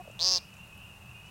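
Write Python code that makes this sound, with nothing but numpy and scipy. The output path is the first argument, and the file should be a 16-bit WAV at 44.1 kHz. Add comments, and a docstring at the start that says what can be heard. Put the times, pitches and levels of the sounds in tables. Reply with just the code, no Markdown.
"""A meadow at night, the microphone close to a woodcock in the grass.
From the start, small frogs peep in rising whistles from a far marsh, over a low rumble and faint hiss.
The bird gives a soft hiccup, then at 0.2 s one buzzy, nasal peent: a train of sharp pulses ringing
a throat resonance that rises and falls with effort. The frogs carry on, and stalks tick now and then."""
import sys
import numpy as np
from scipy import signal
from scipy.fft import rfft, irfft
from scipy.io import wavfile

SR = 44100
rng = np.random.default_rng(int(sys.argv[2]) if len(sys.argv) > 2 else 0)


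def int16_out(signal):
    """Quantize to a 16-bit WAV file."""
    q = np.round(np.clip(np.atleast_2d(signal).T, -1, 1) * 32767)
    wavfile.write(sys.argv[1], SR, q.astype(np.int16))


N = 57330


def from_db(db):
    """Decibels to gain."""
    return 10 ** (np.asarray(db) / 20)


def unit_rms(x):
    """Scale to an rms of 1."""
    return x / np.sqrt(np.mean(x ** 2) + 1e-20)


def seconds():
    """Time of every sample."""
    return np.arange(N) / SR


def curve(rows, t):
    """Read a table along straight lines."""
    return np.interp(t, *np.transpose(rows))


def colour(x, points):
    """Causal (minimum-phase) filter through points of freq_hz, gain_db."""
    size = 2 * N
    hz, db = np.transpose(points)
    bins = np.maximum(np.fft.rfftfreq(size, 1 / SR), 1)
    gain = from_db(np.interp(np.log(bins), np.log(hz), db))
    cepstrum = irfft(np.log(gain))
    cepstrum[1:N] *= 2
    cepstrum[N + 1:] = 0
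    return irfft(rfft(x, size) * np.exp(rfft(cepstrum)))[:N]


def narrow_noise(hz, width_hz):
    """Steady noise passed twice through one resonance; rms 1."""
    r = np.exp(-np.pi * width_hz / SR)
    b, a = [1 - r, 0, r - 1], [1, -2 * r * np.cos(2 * np.pi * hz / SR), r * r]
    once = signal.lfilter(b, a, rng.standard_normal(2 * N))
    return unit_rms(signal.lfilter(b, a, once)[N:])


def scatter(x, t60_s, delay_s=.002):
    """Many weak reflections that die away, in a tail of unit energy."""
    t = seconds()
    tail = rng.standard_normal(N) * from_db(-60 * t / t60_s) * (t > delay_s)
    return signal.fftconvolve(x, tail / np.linalg.norm(tail))[:len(x)]


def glide(t, length_s, hz, hz_per_s):
    """A smoothly swelling, gliding whistle centred on t = 0."""
    swell = np.cos(np.pi * np.clip(t / length_s, -.5, .5))
    return swell * np.sin(2 * np.pi * (hz * t + hz_per_s * t * t / 2 + rng.random()))


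def night_air(level_db=-53):
    """Distant rumble and steady hiss, with a wavering low drone."""
    # spectrum of the rumble and air: freq_hz, relative_db
    spectrum = [(25, -14.5), (45, -4), (80, 1.5), (125, 0), (185, -4), (250, -13.5), (400, -17),
                (900, -13.5), (1400, -16.5), (2000, -21.5), (3300, -23.5), (4500, -28.5), (8000, -27),
                (15500, -32.5)]
    # tones of the far drone: pitch_hz, level_db
    drone = [(121, -62), (196, -63.5)]
    air = from_db(level_db) * unit_rms(colour(rng.standard_normal(N), spectrum))
    return air + sum(from_db(db) * narrow_noise(hz, width_hz=7) for hz, db in drone)


def frogs():
    """Rising peeps: a few stand out, the rest blur into a chorus across the marsh."""
    # the nearer frogs: centre_s, pitch_hz, level_db
    peeps = [(.05, 2586, -56), (0.161, 2838, -57.5), (0.319, 2706, -50), (.36, 2386, -59),
             (.5, 2622, -60.5), (.5, 2930, -63), (0.619, 2769, -51.5), (.76, 2580, -54), (0.801, 2993, -61),
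             (0.858, 2804, -53.5), (.94, 2758, -57.5), (1.06, 2626, -57), (1.138, 2775, -53.5),
             (1.208, 2550, -53), (1.23, 2897, -56)]
    peep_s, rise_hz_per_s = .19, 1153
    marsh_t60_s, wet = .59, .87
    chorus_per_s, chorus_hz, spread_hz, chorus_db = 90, 2682, 250, -58.5
    t = np.arange(-N // 2, N) / SR  # an early start, so the chorus is already full at 0 s
    near = sum(from_db(db) * glide(t - s, peep_s, hz, rise_hz_per_s) for s, hz, db in peeps)
    near = (near + wet * scatter(near, marsh_t60_s)) / np.hypot(1, wet)
    slots = np.arange(t[0], t[-1], 1 / chorus_per_s)
    far = sum(glide(t - s - late / chorus_per_s, peep_s, chorus_hz + spread_hz * sharp, rise_hz_per_s)
              for s, (late, sharp) in zip(slots, rng.uniform(-1, 1, (len(slots), 2))))
    chorus = unit_rms(scatter(far, marsh_t60_s)[-N:])
    return near[-N:] + from_db(chorus_db) * chorus


def hiccup():
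    """Before the call, the bird gives a short hollow hoot and three falling gulps."""
    # the hoot and gulps: centre_s, length_s, start_hz, end_hz, level_db
    notes = [(.007, 0.027, 724, 732, -40), (0.056, 0.011, 720, 500, -52.5),
             (0.0793, 0.012, 726, 440, -42.5), (.101, 0.0074, 680, 458, -44.5)]
    # partials of each note: pitch_ratio, relative_db
    partials = [(.5, -14), (1, 0.5), (1.5, -17)]
    t, out = seconds(), np.zeros(N)
    for s, length_s, start_hz, end_hz, db in notes:
        hz, hz_per_s = (start_hz + end_hz) / 2, (end_hz - start_hz) / length_s
        for ratio, partial_db in partials:
            out += from_db(db + partial_db) * glide(t - s, length_s, ratio * hz, ratio * hz_per_s)
    return out


def meadow(x, grass_db=-15, edge_db=-22):
    """Bird to microphone: direct sound, close bounces, grass scatter, a return from the field's edge."""
    # stalks throw back mostly the short waves: freq_hz, gain_db
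    stalks = [(600, -6), (3000, -7), (4300, -4), (5300, 0), (6500, -3), (14000, -3)]
    # bounces off the ground and nearby tufts: delay_s, gain_db
    paths = [(.0017, -14.5), (.0023, -37), (.0034, -41)]
    t, thrown = seconds(), colour(x, stalks)
    bounces = sum(from_db(db) * np.interp(t - delay, t, thrown, left=0) for delay, db in paths)
    grass = from_db(grass_db) * scatter(thrown, t60_s=.035)
    edge = from_db(edge_db) * scatter(thrown, t60_s=.32)
    return x + bounces + grass + edge


def grass_ticks():
    """Stalks give tiny dry snaps and rustles."""
    # ticks in the grass: start_s, centre_hz, level_db, decay_s
    ticks = [(0.113, 7100, -54, 0.0032), (0.538, 6400, -56.5, 0.0072), (.565, 6800, -65.5, 0.038),
             (.675, 10500, -53, .0012), (.777, 11600, -49.5, 0.00087), (1.262, 5550, -63.5, 0.02)]
    t, out = seconds(), np.zeros(N)
    for s, hz, db, decay_s in ticks:
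        envelope = (t > s) * np.exp(-np.abs(t - s) / decay_s)
        out += from_db(db) * envelope * narrow_noise(hz, width_hz=2500)
    return out


def peent():
    """Each pulse snaps and rings the throat for about a millisecond; the bill colours the ring."""
    # pace of the buzz, first pulse to last: time_s, pulses_per_s
    pulse_rate = [(.1927, 148), (.206, 169), (.221, 167), (.234, 183.3), (.26, 185.9), (.315, 185.1),
                  (.376, 178.7), (.3895, 146)]
    # strength of the pulses: time_s, relative_db
    effort = [(.193, -13), (.2, -11.5), (.212, -3.5), (.224, 1), (.28, 4), (.312, 2), (.33, 3), (.368, 2),
              (.376, -3), (.382, -8), (.388, -21)]
    # throat resonance, sharpest at the ends of the call: time_s, centre_hz, width_hz
    throat = [(.193, 3560, 330), (.206, 4150, 450), (.222, 4680, 620), (.25, 4960, 760), (.29, 5100, 850),
              (.335, 5130, 880), (.372, 4930, 850), (.382, 4300, 600), (.389, 3600, 500)]
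    # colour of windpipe and bill: freq_hz, gain_db
    bill = [(1000, -9), (2500, -9), (3300, -5), (4000, -3), (5000, 0), (5600, 0), (6300, 2), (6600, -2),
            (7100, -12), (9000, -14), (15000, -20)]
    # the bare snap of a pulse, a hollow thump and a bright rasp: freq_hz, gain_db
    snap = [(120, -14), (250, -37), (370, -9.5), (555, -7.5), (1110, -8), (1400, -20.5), (1850, -19),
            (2200, -22.5), (4800, -24.5), (6100, -11.5), (7100, -17), (9300, -21.5), (10800, -34.5),
            (11700, -35.5), (12700, -36), (14200, -27.5), (15600, -24)]
    ring_db, attack_s = -5.5, .00019
    jitter_s, shimmer_db, wobble_share = .000002, .95, .0099  # random from pulse to pulse
    snap_follows = .46  # share of the pulses' swing in dB that the snap follows
    t = seconds()
    span = t[(t >= pulse_rate[0][0]) & (t <= pulse_rate[-1][0])]
    cycles = np.cumsum(curve(pulse_rate, span)) / SR
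    starts = np.interp(np.arange(int(cycles[-1]) + 1), cycles, span)
    throat_s, throat_hz, throat_width_hz = np.transpose(throat)
    rings, snaps = np.zeros(N), np.zeros(N)
    for start, (early, strong, sharp) in zip(starts, rng.standard_normal((len(starts), 3))):
        since = t - start + jitter_s * early
        age = np.clip(since, 0, .1)
        detune = np.clip(wobble_share * sharp, -.01, .01)
        hz = np.interp(start, throat_s, throat_hz) * (1 + detune)
        width_hz = np.interp(start, throat_s, throat_width_hz)
        strength = from_db(curve(effort, start) + shimmer_db * strong)
        envelope = (1 - np.exp(-age / attack_s)) * np.exp(-np.pi * width_hz * age)
        rings += strength * envelope * np.sin(2 * np.pi * hz * age)
        snaps += strength ** snap_follows * np.sinc(since * SR)
    return from_db(ring_db) * colour(rings, bill) + colour(snaps, snap)


def scene():
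    """One microphone: the bird close by, the frogs and the night behind it."""
    return (night_air() + grass_ticks() + meadow(peent() + hiccup()) + frogs())[None]


def record(dry):
    """The recorder cuts the treble steeply above 15.9 kHz."""
    return signal.sosfilt(signal.ellip(12, .1, 80, 15900, fs=SR, output="sos"), dry)


dry = scene()
out = record(dry)
int16_out(out)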